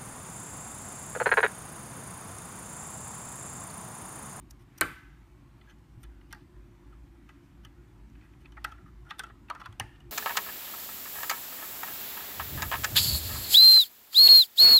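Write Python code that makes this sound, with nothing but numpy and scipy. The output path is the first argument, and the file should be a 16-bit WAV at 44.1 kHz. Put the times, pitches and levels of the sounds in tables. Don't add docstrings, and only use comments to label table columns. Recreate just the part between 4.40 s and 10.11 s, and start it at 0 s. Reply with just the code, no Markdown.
import sys
import numpy as np
from scipy import signal
from scipy.fft import rfft, irfft
from scipy.io import wavfile
from scipy.ndimage import uniform_filter1d

SR = 44100
rng = np.random.default_rng(int(sys.argv[2]) if len(sys.argv) > 2 else 0)


def to_wav(sig):
    pcm = np.clip(np.atleast_2d(sig), -1, 1) * 32767
    pcm = np.round(pcm).astype(np.int16)
    wavfile.write(sys.argv[1], SR, pcm.T)


def amplitude_ratio(level_db):
    exponent = np.asarray(level_db, float) / 20
    return 10 ** exponent


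N = 251811

# pitch in Hz, level in dB per Hz.
HUM = [(25, -44.5), (38, -31), (52, -6), (120, -9.5), (250, -15), (370, -20.5), (430, -30.5), (540, -30.5),
       (1000, -27), (2200, -35.5), (5000, -45), (10400, -48), (11500, -48.5), (15000, -52.5)]
# pitch in Hz, width in Hz, level in dB.
DRONES = [(53.2, 5.7, -53), (119.5, 32, -60), (288.3, 29.4, -65.5), (347, 20.7, -64.5)]
# time in seconds, level in dB.
DRONE_SWELL = [(0.0, -59), (0.03, -56.5), (0.4, -56.5), (0.48, -52), (0.56, -54), (1.49, -61), (1.57, -52),
               (2.11, -56), (2.18, -53.5), (2.59, -53.5), (2.8, -53.5), (2.81, -56), (4.17, -55),
               (5.37, -58), (5.44, -54), (5.71, -52.5)]
# pitch in Hz, level in dB per Hz.
RUSTLE = [(400, -40.5), (900, 3.5), (2200, 3.5), (4000, -10), (8000, -17), (15000, -23.5)]
# fullest time in seconds, dB over the steady
# rustle, length in seconds.
STROKES = [
    (0.477, 23.5, 0.31),
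    (.7, 7.5, 0.35),
    (1.26, 9.5, 0.12),
    (2.538, 3, 0.092),
    (2.926, 6.5, 0.26),
    (3.449, 3.5, 0.22),
    (3.826, 9, 0.25),
    (4.271, 9, 0.23),
    (5.257, 11, 0.31),
    (5.591, 6, 0.17),
]

# start in seconds, case peak in dB, length in ms, tick in dB over the case,
# strongest pitch in Hz. The gold edge scrapes the slot springs:
SCRAPES = [
    (0.098, -76, 22, 21, 13400),
    (0.377, -64, 11, 22, 13700),
    (1.285, -64, 33, 3.3, 6200),
    (4.698, -52.5, 13, 1.9, 5400),
    (5.197, -58, 12.5, 2.3, 5600),
]
# (columns as for scrapes: seconds, dB, ms, dB, Hz).
BRUSHES = [
    (2.52, -57.5, 26, -20, 1250),
    (2.884, -56.5, 30, -8, 1270),
    (5.2, -47, 22, -11.5, 2900),
    (4.255, -56, 62, -3, 1400),
    (.098, -68.5, 22, 5.5, 5050),
]
# (columns as for scrapes: seconds, dB, ms, dB, Hz).
SCUFFS = [(0.19, -66.5, 48, 3.5, 2000), (1.60, -77.5, 39, 15, 12800), (1.629, -50.5, 13, 0, 9100),
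          (1.64, -57, 13.5, -12, 1650), (3.231, -63, 19, -5, 1493), (3.255, -60, 18.4, -14, 3000),
          (1.905, -53.5, 16, -5, 2110), (1.955, -67, 83, -6, 1730), (4.712, -59, 40, -18, 1301),
          (4.81, -60, 95, -8, 1360), (5.265, -71, 53, -14, 1300), (3.03, -72.5, 38, 4, 2500),
          (3.82, -59.5, 42, -10.5, 2500), (4.0, -62, 36, -5, 2187), (4.69, -54, 14, -11, 3240),
          (4.782, -47, 12, -3.5, 3550), (5.083, -49, 11.3, -20, 2665), (5.235, -48.5, 24.5, -23, 1365),
          (5.25, -60, 13, -5, 4200), (5.39, -64, 10, -5.5, 2770), (5.455, -61, 105, -8, 2840),
          (1.28, -59.5, 48, -7, 3150)]
# (columns as for scrapes: seconds, dB, ms, dB, Hz).
RUBS = [
    (0.398, -75, 9.7, -28, 2000),
    (1.272, -54.5, 55, -18.5, 1620),
    (4.174, -45, 5.8, -29.5, 1410),
    (4.38, -55.5, 51, -23, 1335),
    (4.455, -54, 37, -19, 1254),
    (4.655, -48, 86, -15.5, 1402),
    (5.118, -59, 30, -20, 1290),
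    (5.17, -56, 29, -17, 1330),
]

# start in seconds, case peak in dB, board in dB over the case, tick in dB over the case,
# strongest pitch in Hz. Light taps:
TAPS = [(0.108, -57, 3, 18, 4800), (.3815, -54.5, 3, 10, 6370), (1.212, -54, -0.5, -22.5, 2020),
        (1.811, -53.5, -4, -18, 2036), (2.891, -48, 0.5, -7, 2620), (3.249, -46.5, 4, -1, 3000),
        (3.752, -57, 0, -16.5, 2460), (3.811, -57.5, 3, -15, 2500), (3.934, -58.5, -1.5, -23, 2500),
        (4.045, -56, -2, -20.5, 2500), (4.055, -52.5, 9, -22, 2640), (4.121, -52.5, -1.5, -2, 3040),
        (5.326, -49, 0, -3.5, 3260), (5.558, -68.5, 14, -23, 2880), (5.603, -57, 5.5, 2.5, 2900)]
# (columns as for taps: seconds, dB, dB, dB, Hz).
DROP = [
    (0.4103, -19, -1, 12, 2055),
    (.4175, -21.5, -10, -21.5, 1516),
    (.4265, -28.5, -17, -19, 1324),
]
# (columns as for taps: seconds, dB, dB, dB, Hz).
REBOUND = [
    (0.4111, -12.5, -5.5, -5, 1795),
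    (0.4138, -20, -7, -9, 1552),
]
# (columns as for taps: seconds, dB, dB, dB, Hz).
PINS = [
    (1.6315, -61.5, 6, 12, 13200),
    (1.638, -60, 4, 9, 13500),
    (3.7, -69, 0, 8, 6200),
    (1.927, -49, 6.5, -12, 4480),
]
# (columns as for taps: seconds, dB, dB, dB, Hz).
EDGE = [
    (1.927, -33.5, -6.5, 0.5, 4520),
    (1.933, -39.5, -24, -16, 1653),
    (1.947, -45.5, -8, -8, 1868),
]
# (columns as for taps: seconds, dB, dB, dB, Hz).
PRESS = [(2.524, -52.5, -15, -23, 1321), (4.1685, -41, -21.5, -27.5, 2052), (4.176, -41, -28, -37, 1300),
         (4.258, -33, -27, -30, 1330), (4.318, -38.5, -9, -13, 1320), (4.378, -51.5, -21, -27, 1380),
         (4.459, -52.5, -23, -20.5, 1245), (4.65, -56, -18, -10, 1406), (4.836, -32, -12.5, -9.5, 1350),
         (4.866, -44, -20, -13, 1360), (4.897, -45, -18, -31, 1210)]
# (columns as for taps: seconds, dB, dB, dB, Hz).
SNAP = [
    (4.2433, -37.5, 1, 4.5, 3289),
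    (4.2456, -24, -5, -7.5, 1324),
    (4.2485, -28.5, -15.5, -7, 1631),
    (4.251, -33, -6.5, -14, 1324),
]
TILT = [
    (4.7073, -30, -1.5, -11, 3537),
    (4.7095, -33, 0.5, -20, 1227),
    (4.7118, -31.5, -10, -20, 1227),
    (4.719, -39, -16, -19.5, 1610),
]
SEAT = [
    (4.7937, -35, 2.5, 9, 3526),
    (4.7965, -34, 1.5, 0, 1540),
    (4.8005, -31.5, -9, -12, 1540),
    (4.8075, -39, -21.5, -28, 1351),
]
CLACK = [
    (5.1002, -24.5, -6, -10.5, 1599),
    (5.1035, -34.5, -7.5, -19, 1599),
    (5.108, -26, -18, -32, 1227),
    (5.1195, -41, -16, -22, 1300),
]
# (columns as for taps: seconds, dB, dB, dB, Hz).
ROCK = [
    (5.15, -39, -5, -7.5, 1330),
    (5.16, -39.5, -33, -28, 1400),
    (5.198, -39.5, -12, -17, 1380),
    (5.213, -35.5, -7, -17, 1330),
    (5.258, -33.5, -6, -13, 1337),
    (5.267, -44, -17, -20, 1430),
]
# (columns as for taps: seconds, dB, dB, dB, Hz).
LATCH = [
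    (5.3965, -41, 2, 3, 2840),
    (5.3988, -25.5, 3.5, 6.5, 2830),
    (5.4035, -30.5, -6, -14, 852),
    (5.408, -33, -14, -21.5, 1730),
]

# pitch in Hz, level in dB,
# time to fall by 60 dB in seconds.
TAP_MODES = [(861, -9.5, 0.028), (1330, -6.5, 0.044), (1650, -10.5, 0.091), (2000, -9.5, 0.073),
             (2500, -7.5, 0.025), (3000, -3.5, 0.024), (3430, -11, 0.046), (4200, -10.5, 0.022)]
DROP_MODES = [(360, -11, .1), (658, -14, 0.1), (845, -13, 0.084), (1118, -11.5, 0.078), (1324, -4, 0.071),
              (1540, 1, 0.054), (1770, -13.5, 0.1), (2026, -8, 0.087), (2311, -15, 0.057),
              (2490, -17, 0.05), (2810, -17, 0.056), (2980, -16.5, 0.069), (3289, -13, 0.036),
              (3540, -17.5, 0.023), (3914, -17.5, .03), (4200, -10.5, 0.02)]
EDGE_MODES = [(670, -29.5, 0.29), (840, -15.5, 0.14), (1240, -17.5, 0.09), (1405, -4.5, 0.022),
              (1653, -7, 0.035), (1868, -11.5, 0.035), (2280, -25.5, 0.044), (2770, -28.5, 0.15),
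              (3060, -28, 0.044), (3390, -38, 0.076), (3440, -31, 0.03), (3720, -25, 0.021),
              (4570, -26, 0.029), (4840, -19.5, 0.012)]
PRESS_MODES = [(716, -20, 5.0), (840, -10, 0.088), (1330, 0, 0.025), (1706, -6.5, 0.041),
               (1706, -16, 0.056), (1853, -5.5, 0.13), (2250, -5, 0.014), (2200, -34, 0.11),
               (2350, -42.5, 0.071), (2670, -10, 0.09), (3010, -9, 0.029), (3220, -4, 0.03),
               (3960, -11, 0.011), (4140, -41, 0.046), (4330, -40, 0.073), (5100, -12.5, 0.017)]
SNAP_MODES = [(680, -10.5, 0.057), (888, 0.5, 0.039), (1324, -2, 0.023), (1631, -3, 0.03), (1895, 5, 0.056),
              (2170, -27, 0.15), (2500, -19, 0.066), (2630, 0, 0.028), (2815, -8, 0.028),
              (3289, -2.5, 0.031), (3750, -23, 0.11), (4310, -13, 0.027), (4650, -24, 0.048),
              (4930, -22, 0.022)]
TILT_MODES = [(840, -6.5, 0.087), (1227, -3, 0.063), (1610, -3, 0.11), (1886, 1, 0.049), (2560, 0, 0.037),
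              (2770, -28, 0.28), (2961, -31, 0.081), (3537, -4, 0.014), (3720, -23, 0.036),
              (3850, -22, 0.047), (4030, -23, 0.047), (4230, -15, 0.032), (4608, -34, 0.046),
              (4850, -28, 0.05)]
SEAT_MODES = [(680, -42, 5.0), (851, -13.5, 0.18), (1351, -13, 0.12), (1540, 0.5, 0.032), (1720, -4, 0.044),
              (1920, -8, 0.1), (2670, -4, 0.027), (3000, -26, 0.037), (3150, -13, 0.037), (3400, -9, 0.014),
              (3526, -16, 0.049), (3850, -32, 0.088), (4730, -15, 0.022), (4797, -31, 0.04)]
CLACK_MODES = [(707, -10.5, 5.0), (1028, 0, 0.067), (1227, -1, 0.058), (1599, -0.5, 0.025),
               (2062, -4, 0.018), (2440, -5.5, 0.013), (2780, -10.5, 0.022), (2870, -18, 0.044),
               (3130, -9.5, 0.044), (3650, -12, 0.028), (3740, -22, 0.033), (3870, -18, 0.029),
               (4300, -14.5, 0.029), (4900, -34, 0.05)]
ROCK_MODES = [(725, -16.5, 5.0), (1030, -3.5, 0.13), (1230, -5, 0.089), (1604, -1.5, 0.028),
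              (1744, -2, 0.024), (2120, 1.5, 0.0076), (2640, -5, 0.009), (3040, -18, 0.016),
              (2930, -24, 0.021), (3400, -9, 0.014), (3800, -18, 0.014), (3900, -26, 0.021),
              (4260, -16, 0.011), (4900, -35, 0.042)]
LATCH_MODES = [(695, -21, .1), (852, -3, 0.039), (996, -5.5, 0.057), (1216, -7.5, .1), (1600, -12, 0.041),
               (1670, -4, 0.045), (1846, 2, 0.046), (2040, -5, 0.075), (2330, -7, .04), (2590, -3, .032),
               (2825, 2, 0.029), (3200, -6, 0.029), (3537, -17, 0.043), (3900, -18, .05),
               (3980, -18, 0.042), (4520, -6.5, 0.042)]

# pitch in Hz, level in dB.
PRESS_TICK = [(5000, -54), (5820, -17), (7730, -19.5), (9340, -17), (10400, -16.5), (13600, -25.5),
              (15000, -25.5)]
EDGE_TICK = [(2940, -34), (5000, -17.5), (5550, 0), (8140, -22.5), (8990, -1), (9890, -0.5), (12500, -0.5),
             (15500, -30)]
DROP_TICK = [(5000, -23.5), (5800, -13.5), (7200, -7), (9000, -0.5), (10500, 5.5), (11400, 4.5),
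             (12400, -14), (15000, -10.5)]
SNAP_TICK = [(5000, -12), (5300, 0), (6500, -3), (7600, -2.5), (9800, -1), (11000, -13), (13400, 4),
             (15000, -14)]
LATCH_TICK = [(5000, -18), (5400, -25), (5850, -12), (6400, -5), (7000, -9), (9100, -2.5), (10400, -15.5),
              (15000, -17)]

# pitch in Hz, time to fall by 60 dB in seconds.
ROOM_FALL = [(250, 0.26), (700, 0.25), (1500, 0.24), (3000, 0.55), (6000, 0.28), (12000, 0.41)]
# pitch in Hz, level in dB.
ROOM_COLOUR = [(300, 15), (1500, 7), (3000, -4.5), (5500, -2.5), (9000, -4), (12000, -9), (15000, 0)]
# start in seconds, level in dB, pitch in Hz,
# time to fall by 60 dB in seconds.
THUMPS = [(.413, -31, 355, .11), (.414, -41, 520, .05), (.412, -36.5, 92, .12), (.42, -43, 170, .15),
          (.46, -41, 403, .033), (.48, -47.5, 350, .27), (.49, -43.5, 140, .11), (1.575, -34, 96, .056),
          (4.4435, -36, 110, .035), (4.801, -51, 430, .058), (4.9, -45, 370, .02), (5.102, -47, 700, .059),
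          (5.29, -37, 99, .08), (5.404, -47, 432, .07), (5.4095, -34, 95, .09), (5.411, -42, 232, .054)]
# start in seconds, level in dB, pitch in Hz,
# time to fall by 60 dB in seconds.
COVER_RINGS = [(0.413, -47, 1525, 0.71), (.412, -54.5, 1645, 0.8), (0.412, -50.5, 1320, 0.69),
               (.412, -54, 2062, 0.72), (.412, -54, 2000, 0.76), (.412, -58, 1720, 0.85),
               (.412, -53, 853, 0.24), (0.414, -55.5, 1170, 0.53), (.412, -56.5, 3050, 0.49),
               (.412, -65, 2490, .5), (.412, -47, 583.3, 0.23), (1.93, -54, 851, 0.2),
               (4.246, -47, 840, 0.16), (4.246, -52.5, 1368, 0.48), (4.247, -65, 1720, .4),
               (4.795, -54, 1270, 0.43), (5.401, -55.5, 851, 0.31), (5.401, -59.5, 1744, 0.58),
               (5.401, -60, 1840, 0.66), (5.401, -69, 2815, 0.66), (5.401, -67, 2390, .3),
               (5.401, -64.5, 1420, 0.46)]

BOARD_HZ, TICK_HZ = 2300, 5000


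def evened(x):
    return x / np.sqrt(np.mean(x ** 2) + 1e-30)


def peaked(x):
    return x / (abs(x).max() + 1e-30)


def read(points, hz):
    f, value = np.transpose(points)
    return np.interp(np.log(hz + 1), np.log(f + 1), value)


def add(mix, s, sound):
    part = mix[round(s * SR):][:len(sound)]
    part += sound[:len(part)]


def noise(spectrum_db, patchy_db, size):
    a, b, patches = rng.standard_normal((4 * N // size + 5, size // 2 + 1, 3)).T
    patches = uniform_filter1d(patches, size=12, axis=0)
    patches = evened(uniform_filter1d(patches, size=6, axis=1))
    colour_db = spectrum_db(np.fft.rfftfreq(size, 1 / SR))[:, None]
    z = (a + 1j * b) * amplitude_ratio(colour_db + patchy_db * patches)
    return evened(signal.istft(z, nperseg=size, noverlap=3 * size // 4)[1][:N])


def drone_colour(hz):
    humps = [amplitude_ratio(2 * db) / width / (1 + (2 * (hz - f) / width) ** 4) for f, width, db in DRONES]
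    return 10 * np.log10(sum(humps))


def background():
    t = np.arange(N) / SR
    hum = amplitude_ratio(-58) * noise(lambda hz: read(HUM, hz), 1.9, size=4096)
    swell = amplitude_ratio(np.interp(t, *np.transpose(DRONE_SWELL)) + 2.0)
    drones = swell * noise(drone_colour, 0.93, size=8192)
    rustle_db = -79.5
    for s, db, length in STROKES:
        rustle_db = rustle_db + db * np.exp(-(2 * (t - s) / length) ** 2)
    rustle = amplitude_ratio(rustle_db) * noise(lambda hz: read(RUSTLE, hz), 0.94, size=1024)
    return hum + drones + rustle


def ring(modes, rise_s, loose):
    hz, db, t60 = np.repeat(modes, 3, axis=0).T[:, :, None]
    side = np.arange(len(hz))[:, None] % 3 - 1
    split = loose * (side + rng.uniform(-.5, .5, hz.shape) * (.3 + abs(side)))
    t60 = np.minimum(t60, .075)
    t = np.arange(int(.8 * SR * t60.max())) / SR
    level = amplitude_ratio(db - 5 * abs(side) - 60 * t / t60)
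    bunch = level * np.sin(2 * np.pi * hz * (1 + split) * t)
    return bunch.sum(0) * (1 - np.exp(-t / rise_s))


def smeared(sound, blur_hz):
    power = uniform_filter1d(abs(rfft(sound, 8192)) ** 2, int(blur_hz * 8192 / SR))
    pulse = irfft(np.sqrt(abs(power)))
    return np.roll(pulse, 200)[:400] * np.hanning(400)


def contact(case_db, board_db, tick_db, ms, strong_hz, modes, tick, sliding):
    place, size = rng.random((2, 90 if sliding else 14))
    if not sliding:
        firm = case_db > -36
        place[0], size[0] = 0, 0.3 + 0.55 * firm
    tick_hz = np.geomspace(TICK_HZ, 15000, num=16)
    tick_t60 = 0.01 * 9000 / tick_hz
    ticks = np.transpose([tick_hz, read(tick, tick_hz), tick_t60])
    # tones, level in dB, lowest and highest Hz, rise in seconds, fade over the rattle in dB.
    layers = ((modes, 0, 0, BOARD_HZ, .001, -6.),
              (modes, board_db, BOARD_HZ, TICK_HZ, .0003, -12.),
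              (ticks, tick_db, TICK_HZ - 1, SR, .0001, -22.))
    loose = .012 if sliding else .028
    near, far = np.zeros((2, 9000))
    for group, db, low, high, rise_s, fade_db in layers:
        part = [m for m in group if low <= m[0] < high]
        if low <= strong_hz < high:
            strong_db = max(m[1] for m in part) + 3.4 + 4 * sliding
            part.append((strong_hz, strong_db, min(.036, 110 / strong_hz)))
        shape = np.sin(np.pi * place) ** 0.33 if sliding else amplitude_ratio(fade_db * place)
        at = (place * abs(ms) * SR / 1000).astype(int)
        rattle = np.bincount(at, (size - .5) * shape)
        sound = peaked(signal.fftconvolve(rattle, ring(part, rise_s, loose)))
        sound = amplitude_ratio(case_db + db) * sound
        add(near, 0, sound)
        add(far, 0, sound if sliding else smeared(sound, 120 + low * low / 9000))
    return near, far


def slides(rows, board_db, tick):
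    near, far = sounds = np.zeros((2, N))
    for s, case_db, ms, tick_db, hz in rows:
        close, walls = contact(case_db, board_db, tick_db, ms, hz, TAP_MODES, tick, sliding=True)
        add(near, s, close)
        add(far, s, walls)
    return sounds


def hits(rows, ms, modes, tick):
    near, far = sounds = np.zeros((2, N))
    for s, case_db, board_db, tick_db, hz in rows:
        close, walls = contact(case_db, board_db, tick_db, ms, hz, modes, tick, sliding=False)
        add(near, s, close)
        add(far, s, walls)
    return sounds


def module():
    drop = hits(DROP, 3.5, DROP_MODES, DROP_TICK)
    slot = hits(PRESS, 9, PRESS_MODES, PRESS_TICK)
    slot += hits(ROCK, 10, ROCK_MODES, PRESS_TICK)
    slot += hits(LATCH, 2.31, LATCH_MODES, LATCH_TICK)
    slot += hits(TAPS, 6, TAP_MODES, PRESS_TICK)
    slot += hits(SNAP, 2.2, SNAP_MODES, SNAP_TICK)
    slot += hits(TILT, 2.2, TILT_MODES, PRESS_TICK)
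    slot += hits(SEAT, 2.2, SEAT_MODES, EDGE_TICK)
    slot += hits(CLACK, 2.2, CLACK_MODES, PRESS_TICK)
    slot += hits(EDGE, 4.5, EDGE_MODES, EDGE_TICK)
    slot += slides(RUBS, -15, EDGE_TICK)
    slot += slides(SCUFFS, -0.5, EDGE_TICK)
    slot += slides(SCRAPES, 8, EDGE_TICK)
    drop += hits(REBOUND, 2.2, DROP_MODES, DROP_TICK)
    slot += slides(BRUSHES, -10.5, PRESS_TICK)
    slot += hits(PINS, 2.2, TAP_MODES, PRESS_TICK)
    drop_walls = amplitude_ratio(1.5) * signal.lfilter([1 + 0.057, -0.057], 1, drop[1])
    slot_walls = amplitude_ratio(-2) * slot[1]
    return np.array([drop[0] + slot[0], drop_walls + slot_walls])


def room(x):
    echoes = np.zeros((3, 30100))
    at = np.arange(80, 30000, 20) + rng.integers(0, 20, (3, 1496))
    np.put_along_axis(echoes, at, rng.choice([-1., 1.], at.shape), 1)
    hz, t, z = signal.stft(echoes, SR, nperseg=256)
    fall_db = 60 * t / read(ROOM_FALL, hz)[:, None]
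    level = amplitude_ratio(read(ROOM_COLOUR, hz)[:, None] - fall_db)
    tail = signal.istft(z * level, SR, nperseg=256)[1]
    tail = tail / np.linalg.norm(tail[0])
    cycles = np.arange(N) / SR * 2.3 + np.arange(3)[:, None] / 3
    turn = np.cos(2 * np.pi * cycles) * np.sqrt(2 / 3)
    return signal.fftconvolve(x * turn, tail, axes=1).sum(0)[:N]


def thumps():
    mix, t = np.zeros(N), np.arange(12000) / SR
    for s, db, hz, t60 in THUMPS:
        level = amplitude_ratio(db - 60 * t / t60) * (1 - np.exp(-t / 0.0015))
        add(mix, s, level * np.sin(2 * np.pi * hz * t))
    return mix


def cover():
    mix, t = np.zeros(N), np.arange(20000) / SR
    for s, db, hz, t60 in COVER_RINGS:
        above, below = 30.1 * rng.uniform(.4, 1.6, size=2)
        partners = np.sin(2 * np.pi * (hz + above) * t) + np.sin(2 * np.pi * (hz - below) * t)
        bunch = np.sin(2 * np.pi * hz * t) + amplitude_ratio(-1) * partners
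        level = amplitude_ratio(db - 60 * t / t60) * (1 - np.exp(-t / 0.0066))
        add(mix, s, level * bunch)
    return mix


def scene():
    around = background()
    near, far = module() + thumps() + cover()
    return (near + amplitude_ratio(-14.5) * room(far) + around)[None]


def low_pass(x):
    return signal.sosfilt(signal.butter(12, 16530, fs=SR, output="sos"), x)


def record(dry):
    b, a = signal.iirnotch(10380, 14, SR)
    heard = 0.39 * dry + 0.59 * signal.lfilter(b, a, dry)
    treble_limit = signal.firwin(127, 15400, window=("kaiser", 3.5), fs=SR)
    mix = signal.oaconvolve(heard, treble_limit[None], "same")
    return low_pass(mix)


dry = scene()
out = record(dry)
to_wav(out)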